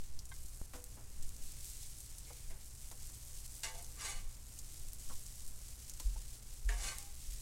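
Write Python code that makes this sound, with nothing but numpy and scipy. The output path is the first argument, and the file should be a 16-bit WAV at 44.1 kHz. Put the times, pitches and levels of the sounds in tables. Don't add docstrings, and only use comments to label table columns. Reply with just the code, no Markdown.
import sys
import numpy as np
from scipy import signal
from scipy.fft import rfft, irfft
from scipy.io import wavfile
from scipy.ndimage import uniform_filter1d

SR = 44100
rng = np.random.default_rng(int(sys.argv[2]) if len(sys.argv) > 2 else 0)


def waveform_to_disk(signal):
    frames = np.transpose(np.atleast_2d(signal))
    scaled = np.clip(frames, -1, 1) * 32767
    samples = np.round(scaled).astype(np.int16)
    wavfile.write(sys.argv[1], SR, samples)


N = 326781

# t/s, small bubble level/dB, large bubble level/dB
FRYING_LEVELS = [(0.0, -76, -59), (0.47, -59.5, -67), (1.11, -64, -61.5), (1.4, -61, -60),
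                 (1.47, -55.5, -53.5), (1.56, -61, -55), (1.65, -52, -52.5), (1.94, -61.5, -56),
                 (2.0, -52.5, -57.5), (2.13, -64.5, -60), (2.29, -61.5, -61), (3.24, -57, -57.5),
                 (3.96, -58.5, -60), (4.22, -67, -59), (4.5, -60.5, -61.5), (5.1, -58.5, -57),
                 (5.43, -56.5, -58), (5.74, -60, -59.5), (6.19, -64, -56.5), (6.65, -60.5, -59),
                 (7.02, -63, -57.5), (7.41, -59, -55)]
# f/Hz, relative level/dB
SMALL_BUBBLE_TONE = [(1470, -36), (2500, -27), (3770, -16), (5870, -8.5), (8330, -4), (12700, -10),
                     (16000, -21)]
# f/Hz, relative level/dB
LARGE_BUBBLE_TONE = [(1200, -24.5), (2000, -12.5), (3500, -8), (5000, -4.5), (8000, -0.5), (14000, -12.5)]
# t/s, click level before the bass is cut/dB, f/Hz, relative steam level/dB
FAT_SPITS = [(0.191, -32, 5300, -9), (0.2547, -36.5, 7500, -9.5), (0.2918, -39, 8500, -9),
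             (0.3642, -45, 8500, -14), (0.3866, -41, 8500, -14), (0.4394, -45, 9480, -16),
             (0.8412, -29, 8400, -15), (1.2256, -34.5, 7600, -6.5), (1.2922, -31.5, 7600, -19),
             (1.365, -36, 7460, -10), (1.4371, -37, 8990, -16), (1.5209, -33, 7670, -23),
             (2.184, -32.5, 8300, -11), (2.251, -39, 3980, -16), (3.0805, -50, 8600, -18),
             (3.402, -35, 7040, -20), (3.459, -35, 7750, -14), (3.8255, -33, 8420, -10),
             (3.8456, -34, 6700, -11), (4.5392, -37, 8500, -16), (4.589, -35.5, 6800, -1),
             (4.7432, -35, 7710, -18), (4.815, -48, 8300, -16), (4.8868, -36, 7080, -16),
             (4.9332, -27, 10800, -16), (5.0886, -38, 7480, -12), (5.1406, -36, 7700, -18),
             (5.195, -35, 9500, -16), (5.265, -32, 6670, -14), (5.4644, -40, 7700, -13),
             (5.897, -27, 6940, -13), (5.478, -32, 9000, -14), (5.9374, -35, 7300, -10),
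             (6.2176, -36, 9860, -20), (6.9848, -24.5, 7900, -16), (7.028, -33, 8000, -20),
             (7.153, -35, 8700, -23), (7.3366, -33.5, 8370, -14)]
SPATULA_STROKES = [(2.258, 0.011, 0.016, 0.76, -69, -12, 1.07, 2.6, 2200, 10),
                   (2.492, 0.012, .01, 0.44, -62, -10.5, 0.95, 6.6, 1990, -1),
                   (3.631, 0.0067, 0.0081, 0.27, -41, -3, 0.99, 0.67, 2200, 1),
                   (3.716, 0.023, 0.071, 0.24, -65, 1, 1.01, 1.5, 664, 31),
                   (3.956, 0.059, 0.083, 0.47, -46.5, -1, 1.005, 1.06, 1220, 8.5),
                   (6.684, 0.0048, 0.0067, 0.27, -44.5, -6.5, 1.03, 1.8, 1680, 5),
                   (6.725, 0.12, 0.025, 0.47, -44, -1, 1.001, 1.17, 1000, 10)]
# t/s, level/dB, brightness/(dB per octave), pitch factor, damping factor, boosted f/Hz, boost/dB
SPATULA_TAPS = [(3.634, -27.5, -1, 1, 0.73, 2180, -9), (6.691, -30.5, -2, 0.87, 2.2, 1860, 18)]
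# f/Hz, relative level/dB, change with a patty on top/dB
BLADE_NOTES = [(416, -13.5, -7), (517, -18, 5.5), (693, -7, -10), (807.3, -15.5, 14), (896, -7.5, -9),
               (1084, -10, -1), (1173, -7, 2.5), (1557, -10, 7), (1644, -3.5, -8), (1827, -9, 1.5),
               (2020, -5.5, 6), (2072, 2, -5), (2145, -4, 5), (2262, -3, 6), (2490, -14, 14),
               (2930, -10.5, 10.5), (3490, -6.5, 3), (3920, -5.5, 3.5), (4365, -2.5, 5.5), (5040, -6, -13),
               (5690, 6.5, -5), (6150, 7, -1), (6650, 7, 0.5), (7200, 7, -2), (7570, -3, 6),
               (7980, 5.5, 2.5), (9020, -0.5, 8), (8800, -9, -8), (9300, 2, -1)]
LESSER_NOTES_HZ = 2600 + 7400 * rng.random(size=44)
# t/s, level/dB, f/Hz, width as share of f, fade/s, relative splash level/dB, relative plate level/dB
MEAT_SLAPS = [(.735, -46, 790, 1.35, 0.27, 1, -22), (.754, -52, 626, 0.55, 0.41, 4, -17),
              (.971, -55, 507, 1.2, 0.29, -11, -33), (2.304, -49.5, 477, 0.84, 0.061, -22, -27),
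              (2.914, -51.5, 780, 0.51, 0.12, 10.5, -20), (3.094, -56.5, 860, 0.84, 0.094, 3, -14),
              (5.098, -49.5, 1010, 0.4, 0.16, -16, -5.5), (5.999, -49, 890, 0.33, 0.077, 14, -11),
              (6.16, -51, 880, 0.37, 0.053, -29, -8.5)]
# f/Hz, width/Hz, relative level/dB
CLINK_NOTES = [(955, 91, -3), (1080, 29, -1.5), (1550, 73, 0.5), (2080, 27, -4.5), (3200, 80, -10),
               (3670, 65, -7)]
# t/s, level/dB, fade/s
CART_THUMPS = [(6.047, -23.5, 0.33), (6.151, -30, 0.31), (6.648, -25, 0.67), (7.27, -36.5, 0.45)]
# t/s, level/dB, rise/s
PRESSURE_JOLTS = [(.447, -39.5, 0.0023), (0.615, -36.5, 0.00034)]
# middle t/s, level/dB, swing f/Hz
AIR_PUFFS = [(0.067, -34, 3.04), (0.4, -39, 15), (1.231, -30.5, 10.3), (1.448, -33.5, 11.5),
             (1.85, -39, 14.4), (2.512, -37, 13.7), (4.171, -34, 19), (4.268, -35.5, 16),
             (4.857, -36.5, 15.7), (5.121, -32.5, 6.8), (5.508, -37.5, 6), (6.07, -36.5, 18),
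             (6.661, -39, 11)]
# f/Hz, wavering rate/Hz, level/dB
HUM_TONES = [(61.2, 1.666, -59.5), (120.2, 1.95, -67.5)]
# f/Hz, relative level/dB
OUTDOOR_TONE = [(15, -34), (25, 1), (65, -11.5), (82, -13), (124, -15.5), (146, -23.5), (366, -32.5),
                (604, -35.5), (3000, -41.5), (3900, -57), (6600, -120)]

FRAME_HZ = 42.27
PLATE_HZ, PLATE_WIDTH_HZ = 493, 6.5
UNDER_PATTY_S = 0.097
STEEL_LOSS = .009


def sizzle():
    fizz_db, crackle_db = curves(FRYING_LEVELS)
    surge_db = .7 * wander(10) + .45 * wander(40)
    small = bubbles(per_second=4000, spread_db=4, tail_s=.008, tail_db=-17)
    large = bubbles(per_second=900, spread_db=.78, tail_s=.038, tail_db=-12)
    fizz = set_level(shape_tone(small, SMALL_BUBBLE_TONE), 0) * gain(fizz_db + surge_db)
    crackle = set_level(shape_tone(large, LARGE_BUBBLE_TONE), 0)
    return fizz + crackle * gain(crackle_db + 1.18 * surge_db + 1.5 * wander(23))


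def spits():
    strays = bubbles(per_second=30, spread_db=3, tail_s=.012, tail_db=-20)
    out = set_level(resonate(strays, 7300, 8000), -72.5)
    for start, db, hz, steam_db in FAT_SPITS:
        click = burst(hz, fade_s=.0025, width_share=.8, tail_db=-28)
        crack = burst(12400, fade_s=.004, width_share=.56, tail_db=-33)
        steam = burst(hz, fade_s=.059, width_share=.24, tail_db=6)
        add(out, start, gain(db) * click)
        add(out, start, gain(db - 22) * crack)
        add(out, start, gain(db + steam_db) * steam)
    return keep_band(out, 3, 3600, "high")


def spatula():
    grit = bubbles(per_second=9000, spread_db=2.2, tail_s=.004, tail_db=-4)
    grit = set_level(grit, 0) * gain(1.2 * wander(60))
    out = np.zeros(N)
    for start, rise, hold, fade_s, db, brightness, *contact in SPATULA_STROKES:
        first = int(start * SR)
        t = np.arange(min(int((rise + hold + fade_s + .3) * SR), N - first)) / SR
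        swell_db = np.minimum(-21.5 * (1 - t / rise), 0)
        ease_db = np.minimum(-60 * (t - rise - hold) / fade_s, 0)
        force = grit[first:first + len(t)] * gain(db + swell_db + ease_db)
        brightness = np.clip(brightness + .13 * ease_db, -9, 9)
        add(out, start, blade(force, brightness, *contact, rasp_db=-13))
    for start, db, brightness, *contact in SPATULA_TAPS:
        knock = np.r_[fading_noise(.008), np.zeros(SR // 3)]
        ring = blade(knock, brightness, *contact, rasp_db=-30)
        add(out, start, set_peak(ring, db))
    return keep_band(out, 2, 11000, "low")


def blade(force, brightness, pitch, damping, boost_hz, boost_db, rasp_db):
    t = np.arange(len(force)) / SR
    loaded = np.clip((t - UNDER_PATTY_S) / .03 + .5, 0, 1)
    patch_times = np.arange(0, t[-1] + .05, .02)
    ring = 0
    for hz, db, load_db in BLADE_NOTES + [(hz, -9, 0) for hz in LESSER_NOTES_HZ]:
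        near_boost = np.exp(-(np.log2(hz / boost_hz) / .25) ** 2)
        tone_db = brightness * np.log2(hz / 2000) + boost_db * near_boost
        uneven_db = 2.5 * np.interp(t, patch_times, rng.standard_normal(len(patch_times)))
        push = force * gain(tone_db + load_db * loaded + uneven_db)
        ring += gain(db - 18.5) * resonate(push, pitch * hz, damping * STEEL_LOSS * hz)
    low_rasp = resonate(force, boost_hz, 1.8 * boost_hz)
    high_rasp = resonate(force * gain(4 + 2.3 * brightness), 4400, 4200)
    return ring + gain(rasp_db) * (low_rasp + high_rasp)


def slaps():
    out = np.zeros(N)
    for start, db, hz, width, fade_s, splash_db, plate_db in MEAT_SLAPS:
        hit = np.r_[burst(hz, min(fade_s, .24), width, tail_db=-9), np.zeros(SR // 3)]
        knock = set_peak(resonate(hit, hz, 2.2 * width * hz), db)
        thud = burst(261, min(fade_s, .24), width_share=.38, tail_db=5)
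        splash = burst(7000, min(.7 * fade_s, .24), width_share=.88, tail_db=6)
        add(out, start, knock + gain(plate_db) * resonate(knock, PLATE_HZ, PLATE_WIDTH_HZ))
        add(out, start, gain(db - 4) * thud)
        add(out, start, gain(db + splash_db) * splash)
    return out


def clink():
    length = SR // 45
    touch = np.hanning(SR // 30)[-length:] * rng.standard_normal(length)
    touch = np.r_[touch, np.zeros(SR // 5)]
    ring = sum(gain(db) * resonate(touch, hz, width_hz) for hz, width_hz, db in CLINK_NOTES)
    out = np.zeros(N)
    add(out, start=.314, piece=set_peak(ring, db=-44))
    return out


def cart():
    out = np.zeros(N)
    for start, db, fade_s in CART_THUMPS:
        decay = fade(fade_s)
        t = np.arange(len(decay)) / SR
        swing_up = np.minimum(t / .019, 1)
        add(out, start, gain(db) * swing_up * decay * np.sin(2 * np.pi * FRAME_HZ * t))
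    for start, db, rise in PRESSURE_JOLTS:
        rise_samples = max(int(rise * SR), 1)
        step = np.r_[np.zeros(rise_samples), fade(.16)]
        add(out, start, -gain(db) * uniform_filter1d(step, rise_samples))
    return out


def air():
    noise = rng.standard_normal((2, N))
    out = set_level(keep_band(noise[0], 3, [4, 22], "band"), -51)
    rustle = set_level(resonate(resonate(noise[1], 69, 77), 81, 130), 0)
    t = np.arange(N) / SR
    for middle, db, hz in AIR_PUFFS:
        cycles = hz * (t - middle)
        out += gain(db) * np.exp(-3 * cycles ** 2) * np.sin(2 * np.pi * cycles)
        out += gain(db - 33) * np.exp(-.6 * cycles ** 2) * rustle
    return out


def background():
    noise = rng.standard_normal((2, N))
    t = np.arange(N) / SR
    hum = np.zeros(N)
    for hz, waver_hz, db in HUM_TONES:
        strength = np.sqrt(2) * gain(db + .45 * wander(waver_hz))
        hum += strength * np.sin(2 * np.pi * hz * t + .5 * wander(waver_hz))
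    frame = set_level(resonate(noise[0], FRAME_HZ, width_hz=7.9), -63)
    outdoors = set_level(shape_tone(noise[1], OUTDOOR_TONE), -55) * gain(.9 * wander(4))
    return hum + frame + outdoors


def bubbles(per_second, spread_db, tail_s, tail_db):
    when, how_big, which_way = rng.random((N, 3)).T
    size_db = np.minimum(-spread_db * np.log(how_big + 1e-9), 5 * spread_db)
    pops = gain(size_db) * (when < per_second / SR)
    tail_power = np.abs(signal.fftconvolve(pops ** 2, fade(tail_s) ** 2)[:N])
    hiss = np.sqrt(tail_power) * rng.standard_normal(N)
    return pops * np.sign(which_way - .5) + gain(tail_db) * hiss


def burst(hz, fade_s, width_share, tail_db):
    push = gain(tail_db) * fading_noise(fade_s)
    push[0] += 1
    return set_peak(resonate(push, hz, width_share * hz), 0)


def resonate(x, hz, width_hz):
    r = np.exp(-np.pi * max(width_hz, .1) / SR)
    feedback = [1, -2 * r * np.cos(2 * np.pi * hz / SR), r * r]
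    return np.sqrt(1 - r * r) * signal.lfilter([1, 0, -r], feedback, x)


def shape_tone(x, points):
    hz, db = np.transpose(points)
    size = 1 << 14
    log_hz = np.log(np.fft.rfftfreq(size, 1 / SR) + 1)
    log_gain = np.log(gain(np.interp(log_hz, np.log(hz), db)))
    folded = irfft(log_gain)
    folded[1:size // 2] *= 2
    folded[size // 2 + 1:] = 0
    return signal.fftconvolve(x, irfft(np.exp(rfft(folded))))[:N]


def keep_band(x, steepness, hz, kind):
    return signal.sosfilt(signal.butter(steepness, hz, kind, fs=SR, output="sos"), x)


def fade(seconds):
    length = max(seconds, .002) * SR
    return np.exp(-np.log(1000) * np.arange(int(length)) / length)


def fading_noise(seconds):
    decay = fade(seconds)
    return decay * rng.standard_normal(len(decay))


def wander(per_second):
    hold = int(SR / per_second)
    steps = np.repeat(rng.standard_normal(N // hold + 1), hold)
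    return 1.31 * uniform_filter1d(uniform_filter1d(steps, hold), hold)[:N]


def curves(table):
    times, *columns = np.transpose(table)
    return [np.interp(np.arange(N) / SR, times, column) for column in columns]


def gain(db):
    return 10 ** (np.asarray(db) / 20)


def set_level(x, db):
    return x * gain(db) / np.sqrt(np.mean(x ** 2))


def set_peak(x, db):
    return x * gain(db) / np.abs(x).max()


def add(out, start, piece):
    first = int(start * SR)
    out[first:first + len(piece)] += piece[:N - first]


def scene():
    return (sizzle() + spits() + spatula() + slaps() + clink() + cart() + air() + background())[None]


def record(dry):
    top_hz = 15870
    return signal.sosfilt(signal.ellip(10, .2, 60, top_hz, fs=SR, output="sos"), dry)


dry = scene()
out = record(dry)
waveform_to_disk(out)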